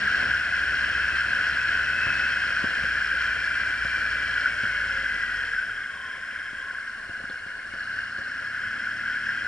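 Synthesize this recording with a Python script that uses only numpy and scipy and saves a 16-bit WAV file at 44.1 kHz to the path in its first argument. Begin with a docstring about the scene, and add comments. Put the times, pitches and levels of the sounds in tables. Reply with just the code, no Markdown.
"""A three-cylinder motorcycle engine, heard at the rider's helmet by two microphones in a closed housing: it slows
down a lane with little throttle, idles at a junction while the rider looks right, then pulls away.
Its clatter is noise struck in step with the firings, ringing the housing near 1.5 kHz. Under it lie exhaust
harmonics, gear and chain whine at the meshing rates, and filtered-noise rumble and hiss of tyres and wind.
Decaying bursts ring as knocks, most of them from the uneven road, and the gear lever clicks once."""
import sys
import numpy as np
from scipy import signal
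from scipy.fft import rfft, irfft, next_fast_len
from scipy.io import wavfile
from scipy.ndimage import uniform_filter1d

SR = 44100
rng = np.random.default_rng(int(sys.argv[2]) if len(sys.argv) > 2 else 0)


def unload_audio(sound):
    """Save the sound as a 16-bit wav file, at the path given as the first command line argument."""
    columns = np.transpose(np.atleast_2d(sound))
    # keep every value between -1 and 1, then stretch to whole-number steps
    steps = np.round(np.clip(columns, -1, 1) * 32767)
    wavfile.write(sys.argv[1], SR, steps.astype(np.int16))


N = 417627

# Engine speed: (time [s], firing rate [Hz])
ENGINE_SPEED = [(0, 68.45), (.45, 63.1), (.9, 64.3), (2.3, 64.44), (2.55, 62.22), (3, 59.54), (4.3, 58.05),
                (4.7, 54.64), (5.1, 50.3), (5.4, 47.04), (5.8, 29.85), (5.95, 26.41), (6.8, 27.27),
                (7.62, 26.03), (7.96, 35.17), (8.11, 29.19), (8.79, 34.9), (9.47, 39.1)]
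# Throttle opening: (time [s], opening [0-1])
THROTTLE_OPENING = [(.22, 0.72), (.4, 0), (2, 0.33), (7.62, 0), (7.9, 0.92), (9.47, 0.96)]
# Road speed, as the rate at which chain links meet the sprocket: (time [s], link rate [Hz])
LINK_RATE = [(0, 743), (1.5, 711), (2.6, 678.1), (4.3, 615), (4.7, 587), (5.45, 480), (6.5, 302),
             (7.6, 79.7), (9.47, 277.3)]
# Turning of the head to the right: (time [s], turn [0-1])
HEAD_TURN = [(6.5, 0.03), (7.05, 0.98), (8.2, 1), (8.55, 0.23)]
# Housing resonances: (frequency [Hz], width [Hz], relative level [dB], growth with engine speed [dB/octave],
# change with head turned [dB], left phase lead [rad], left minus right [dB])
HOUSING_MODES = [(1043, 130, -18.5, 1, 3.5, -2, 2), (1502.3, 175, 0, 0, 0.5, 0.29, 1.5),
                 (1634, 216, -1.5, -2.5, -1, 0.37, 1), (1993, 302, -12.5, -2, -6, 0.77, 1.5),
                 (2454, 680, -18.5, 0.5, -9, 1.34, 5), (2850, 310, -17, 5.5, 8.5, 1.9, 1),
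                 (3155, 244, -18.5, -3.5, -13.5, 0.99, 0), (3650, 620, -29, 43, -17, -2.5, 2),
                 (4280, 560, -27, 5, 7, 1.5, -6.5), (4490, 154, -29.5, 1, 6.5, -1.5, 2),
                 (5160, 114, -25, -3.5, -5, 0.5, 1), (5310, 870, -27.5, 1, 0.5, 0.93, 0),
                 (7290, 860, -38.5, -1.5, -3, -1.5, 3.5)]
# Exhaust harmonics: (multiple of firing rate [1], relative level off throttle [dB], on throttle [dB])
EXHAUST_ORDERS = [(1, 1, -5.5), (2, -11.5, -6), (3, -17.5, -5.5), (4, -26.5, -8.5), (5, -16, -18.5),
                  (6, -32, -9.5), (7, -37, -10.5), (8, -19, -15.5), (9, -22, -12)]
# Swells of the coasting gears: (middle [s], half length [s], level [dB])
GEAR_SWELLS = [(2.13, 0.3, -37), (3.8, 1, -43), (5.2, 0.36, -38.5)]
# Spectrum of the rumble: (frequency [Hz], relative density [dB per Hz])
RUMBLE_SPECTRUM = [(20, -8.5), (45, -3), (85, 6.5), (120, -3.5), (165, -3.5), (235, -0.5), (350, -5),
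                   (460, -2), (560, -3.5), (720, -1.5), (830, -10.5), (1100, -12.5), (1500, -43)]
# Spectrum of the hiss: (frequency [Hz], relative density [dB per Hz])
HISS_SPECTRUM = [(700, -2.5), (2400, 12.5), (4000, 1), (6400, -1.5), (7400, -1.5), (9300, 0), (11000, -8)]
# Likeness of the two microphones in the rumble: (frequency [Hz], correlation [-1 to 1])
MIC_CORRELATION = [(60, 0.98), (130, 0.92), (240, 0.61), (340, -0.025), (450, -0.34), (600, 0.13),
                   (730, 0.15), (900, 0.97)]
# Short knocks, most from the road; at 2.64 s a random burst in the rumble, at 7.295 s the gear lever:
# (time [s], blow level before ringing [dB], thud re blow [dB], rattle re blow [dB])
SHORT_KNOCKS = [(2.066, -27, -7, -22), (2.64, -21, -12, -21), (2.834, -25, -11, -15),
                (3.847, -28.5, -6, -13), (4.633, -28.5, -7, -13), (6.53, -33.5, -23, -19),
                (7.091, -34.5, -8, -26), (7.236, -33, -17, -30), (7.295, -28.5, -29, -23),
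                (7.461, -38, -10, -24), (7.735, -33, -16, -15), (8.185, -34, -14, -24),
                (8.672, -41, -1, -5)]
# Hollow resonances excited by the knocks: (frequency [Hz], width [Hz], relative level [dB])
KNOCK_MODES = [(235, 138, -0.5), (341, 240, -7.5), (525, 66, 2), (686, 41, -1), (1110, 550, -9.5)]
# Resonances of the rattle: (frequency [Hz], width [Hz], relative level [dB])
RATTLE_MODES = [(1500, 1000, -4), (2760, 1200, -5), (4350, 700, -18)]
# Click of the gear lever into first: (time [s], level before ringing [dB])
LEVER_CLICK = (7.296, -27)
# Resonances of the lever: (frequency [Hz], width [Hz], relative level [dB])
LEVER_MODES = [(3475, 197, 2), (4290, 320, 3), (5000, 500, -8)]
# Loudness laws of the clatter, exhaust, gears, engine shaking and hiss:
# (level at CRUISE_HZ, closed throttle and top road speed [dB], growth with engine speed [dB/octave],
# rise at full throttle [dB], rise from rest to top road speed [dB])
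CLATTER_LOUDNESS = (-24, 7.5, 2.1, 2.4)
EXHAUST_LOUDNESS = (-46.5, 11.5, 0.5, -4.5)
GEAR_LOUDNESS = (-45, 5, 0, 2)
SHAKE_LOUDNESS = (-49, 4.5, .8, -2)
HISS_LOUDNESS = (-46.5, 3, -.5, 2)

CRUISE_HZ = 68  # reference firing rate
CYLINDERS = 3
MESHES_PER_FIRING = 40
WIND_DB, WIND_POWER = -45, 2.6  # rumble at top road speed; exponent of its amplitude with speed
TOP_HZ = 11200  # upper limit of the pass band
T = np.arange(N) / SR
FFT_SIZE = next_fast_len(N)
FREQ = np.maximum(np.arange(FFT_SIZE // 2 + 1) * SR / FFT_SIZE, 1)


def undb(db):
    """Amplitude ratio: 20 dB is a factor of ten."""
    return 10 ** (np.asarray(db) / 20)


def unit(x):
    """Normalisation by power: scale to rms 1."""
    return x / np.sqrt(np.mean(x ** 2))


def curves(table):
    """Linear interpolation of each table column in time."""
    times, *columns = np.transpose(table)
    return [np.interp(T, times, column) for column in columns]


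def over_hz(table):
    """Linear interpolation of (frequency, value) points over log frequency."""
    hz, value = np.transpose(table)
    return np.interp(np.log(FREQ), np.log(hz), value)


def filtered(x, response):
    """Linear filtering: multiply the spectrum by a frequency response."""
    return irfft(rfft(x, FFT_SIZE) * response, FFT_SIZE)[..., :N]


def resonance(hz, width):
    """Second-order resonance applied twice, for steeper skirts; width is that of one pass."""
    return (1 + 1j * (FREQ ** 2 - hz ** 2) / (FREQ * width)) ** -2


def ring(modes):
    """Modal superposition: the summed response of several resonances."""
    return sum(undb(db) * resonance(hz, width) for hz, width, db in modes)


def crossing(hz, centre_hz, width_hz):
    """Resonance curve: nearness of a gliding tone to a resonance, 0-1."""
    return 1 / (1 + ((hz - centre_hz) / width_hz) ** 2)


def ports(lead, pan_db):
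    """Phase and level differences between microphones, as complex gains of the left and right one."""
    sides = np.array([[.5], [-.5]])
    return undb(sides * pan_db) * np.exp(1j * sides * lead)


def walk(rate):
    """Low-passed random steps: smooth wandering of rms 1."""
    hold = max(int(SR / rate), 1)  # samples per step
    steps = np.repeat(rng.standard_normal(N // hold + 1), hold)
    smooth = uniform_filter1d(uniform_filter1d(steps, hold), hold)
    return unit(smooth[:N])


def beats(turns, decay, scatter_db):
    """Periodic impact: a decaying burst of random strength at every whole turn; decay is in turns."""
    index = turns.astype(int)
    strength = undb(scatter_db * rng.standard_normal(index[-1] + 1))
    return strength[index] * np.exp(-(turns % 1) / max(decay, .02))


def loudness(law, hz):
    """Power-law radiation: level in dB against engine speed, with linear throttle and road-speed terms."""
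    db, rev_db, throttle_db, speed_db = law
    throttle, = curves(THROTTLE_OPENING)
    link_hz, = curves(LINK_RATE)
    speed = link_hz / np.max(link_hz)
    return db + rev_db * np.log2(hz / CRUISE_HZ) + throttle_db * throttle + speed_db * (speed - 1)


def clatter(hz, firings, lope=0.032, steady=0.98, uneven_db=0.57):
    """Impact excitation: valves and pistons tap in step with the firings and ring the housing's modes."""
    level_db = loudness(CLATTER_LOUDNESS, hz) + uneven_db * walk(25)
    turn, = curves(HEAD_TURN)
    octaves = np.log2(hz / CRUISE_HZ)
    # the cylinders are unequal, so the clatter lopes once a cycle
    cycle = 1 + lope * np.cos(2 * np.pi * firings / CYLINDERS)
    spectrum = 0
    for mode_hz, width, db, rev_db, turn_db, lead, pan_db in HOUSING_MODES:
        # each resonance is struck by other parts, at another point of the stroke
        taps = beats(firings + rng.random(), decay=0.31, scatter_db=3.5)
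        force = unit(cycle * (steady + 0.83 * taps))
        mode_db = level_db + db + rev_db * octaves + turn_db * turn
        drive = force * rng.standard_normal(N) * undb(mode_db)
        spectrum = spectrum + rfft(drive, FFT_SIZE) * resonance(mode_hz, width) * ports(lead, pan_db)
    return undb(18.5) * irfft(spectrum, FFT_SIZE)[:, :N]


def cam_tick(hz, firings, tick_hz=2130, width_hz=150, db=-24):
    """Subharmonic impact: the valve train ticks once a cycle, with more force at low engine speed."""
    force = beats(firings / CYLINDERS, decay=0.46, scatter_db=3.5) * np.min(hz) / hz
    response = resonance(tick_hz, width_hz) * ports(0.78, 2)
    return undb(db) * filtered(force * rng.standard_normal(N), response)


def exhaust(firings, hz, boom_hz=245, boom_width_hz=35, boom_db=6, low_cut_hz=33):
    """Harmonic series of the firing rate: opening the throttle changes its balance, and tones near 245 Hz boom."""
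    throttle, = curves(THROTTLE_OPENING)
    level_db = loudness(EXHAUST_LOUDNESS, hz)
    hum = 0
    for order, off_db, on_db in EXHAUST_ORDERS:
        order_db = off_db + throttle * (on_db - off_db)
        swell_db = boom_db * crossing(order * hz, boom_hz, boom_width_hz)
        fade_db = 10 * np.log10(1 + (low_cut_hz / (order * hz)) ** 4)  # the deepest tones fade
        db = level_db + order_db + swell_db - fade_db + 2.1 * walk(15)
        hum = hum + undb(db) * np.sin(2 * np.pi * (round(order) * firings + rng.random()))
    return np.sqrt(2) * hum


def whine(hz, level_db, wander, flutter_db, lead):
    """Tooth meshing: a tone at the meshing rate, modulated at random in frequency and amplitude."""
    phase = 2 * np.pi * np.cumsum(hz * (1 + wander * walk(220))) / SR
    # quick flutter and slower patches
    flutter = unit(undb(flutter_db * (walk(90) + 0.99 * walk(7.5))))
    tone = np.real(np.sqrt(2) * np.exp(1j * phase) * ports(lead, 2.7))
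    return undb(level_db) * flutter * tone


def gears(hz, firings, ripple=0.0062, housing_hz=1570, housing_width_hz=150, housing_db=16, turn_db=-5):
    """Torsional frequency modulation: firing pulses ripple the gear whine, which swells at the housing mode."""
    turn, = curves(HEAD_TURN)
    slowness = CRUISE_HZ / hz
    # the crank's speed ripples at each firing, most of all at idle
    mesh_hz = MESHES_PER_FIRING * hz * (1 + ripple * slowness * np.sin(2 * np.pi * firings))
    housing_swell_db = housing_db * crossing(MESHES_PER_FIRING * hz, housing_hz, housing_width_hz)
    level_db = loudness(GEAR_LOUDNESS, hz) + housing_swell_db + turn_db * turn
    rough = whine(mesh_hz, level_db, wander=.017 * slowness, flutter_db=3.5, lead=1.6 / slowness ** 3)
    # the coasting gears sing out more purely for a while
    swell = sum(undb(db) * np.exp(-((T - middle) / half) ** 2) for middle, half, db in GEAR_SWELLS)
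    return rough + swell * whine(mesh_hz, 0, wander=0.009, flutter_db=0.5, lead=0.96)


def chain(db=-66, power=2.09, frame_hz=555, frame_width_hz=80, frame_db=18, second_db=-10):
    """Polygonal action: links meet the sprocket at a rate set by road speed, swelling at a frame resonance."""
    hz, = curves(LINK_RATE)
    speed_db = power * 20 * np.log10(hz / np.max(hz))
    level_db = db + speed_db + frame_db * crossing(hz, frame_hz, frame_width_hz)
    first = whine(hz, level_db, wander=0.0178, flutter_db=3, lead=0.41)
    second = whine(2 * hz, level_db + second_db, wander=0.011814, flutter_db=9.0, lead=.2)
    return first + second


def rumble(colour_db):
    """Partial coherence: low noise as sum and difference parts, alike in the deep bass, stronger left above."""
    alike = np.clip(over_hz(MIC_CORRELATION), -1, 1)
    mid, side = rng.standard_normal((2, N))
    mid = filtered(mid, np.sqrt(1 + alike))
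    side = filtered(side, np.sqrt(1 - alike))
    # left minus right: (frequency [Hz], level [dB])
    left_db = over_hz([(100, .4), (330, 1.5), (600, 5.7), (1000, 1)])
    response = undb(over_hz(RUMBLE_SPECTRUM) + colour_db) * ports(0, left_db)
    return unit(filtered(np.array([mid + side, mid - side]), response))


def road(hz, bass_hz=170, wind_bass_db=3.5, shake_bass_db=-3):
    """Broadband flow and contact noise: tyres and wind grow with speed, over engine shaking and a smooth hiss."""
    link_hz, = curves(LINK_RATE)
    bass = 1 / (1 + (FREQ / bass_hz) ** 4)
    wind = rumble(wind_bass_db * bass) * undb(WIND_DB) * (link_hz / np.max(link_hz)) ** WIND_POWER
    shake = rumble(shake_bass_db * bass) * undb(loudness(SHAKE_LOUDNESS, hz))
    hiss = unit(filtered(rng.standard_normal((2, N)), undb(over_hz(HISS_SPECTRUM))))
    unevenness = unit(undb(1.45 * walk(25) + 0.72 * walk(110)))
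    return (wind + shake) * unevenness + hiss * undb(loudness(HISS_LOUDNESS, hz))


def grit(db=-43, rate_hz=13, decay=0.067, scatter_db=3.0):
    """Random impact train: small flaws in the asphalt knock the bike faintly, at uneven intervals."""
    turns = np.cumsum(rate_hz * undb(4 * walk(12))) / SR
    force = unit(beats(turns, decay, scatter_db))
    return undb(db) * filtered(force * rng.standard_normal(N), ring(KNOCK_MODES) * ports(0.57, 2.5))


def short_knocks(decay_s=0.0033, tail_s=0.027, tail=0.12):
    """Impulse response: each brief blow excites a thud, a hollow knock and a short rattle."""
    push, shake, jangle = np.zeros((3, N))
    for start, db, thud_db, rattle_db in SHORT_KNOCKS:
        age = np.maximum(T - start, 0)
        decay = np.exp(-age / decay_s) + tail * np.exp(-age / tail_s)
        blow = undb(db) * (T >= start) * decay
        push = push + blow * undb(thud_db)
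        shake = shake + blow
        jangle = jangle + blow * undb(rattle_db)
    thud = filtered(push, resonance(94, 94))
    knock = filtered(shake * rng.standard_normal(N), ring(KNOCK_MODES) * ports(0.92, 3))
    rattle = filtered(jangle * rng.standard_normal(N), ring(RATTLE_MODES) * ports(0.46, 1))
    return undb(12.5) * thud + undb(15.5) * knock + undb(21) * rattle


def shift(decay_s=.005):
    """Struck metal: a short noise burst rings the gear lever's modes as first gear engages."""
    start, db = LEVER_CLICK
    blow = (T >= start) * np.exp(-np.maximum(T - start, 0) / decay_s)
    return undb(db) * filtered(blow * rng.standard_normal(N), ring(LEVER_MODES) * ports(.6, 0))


def scene():
    """Superposition of engine, drive train and road, with one firing phase shared by the engine's parts."""
    hz, = curves(ENGINE_SPEED)
    firings = np.cumsum(hz * (1 + .007 * walk(20))) / SR
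    engine = clatter(hz, firings) + cam_tick(hz, firings) + exhaust(firings, hz)
    drive_train = gears(hz, firings) + chain() + shift()
    return engine + drive_train + road(hz) + grit() + short_knocks()


def record(dry):
    """Band limitation: a steep elliptic low-pass removes the top of the spectrum."""
    low_pass = signal.ellip(12, .2, 80, TOP_HZ, fs=SR, output="sos")
    return signal.sosfilt(low_pass, dry)


dry = scene()
out = record(dry)
unload_audio(out)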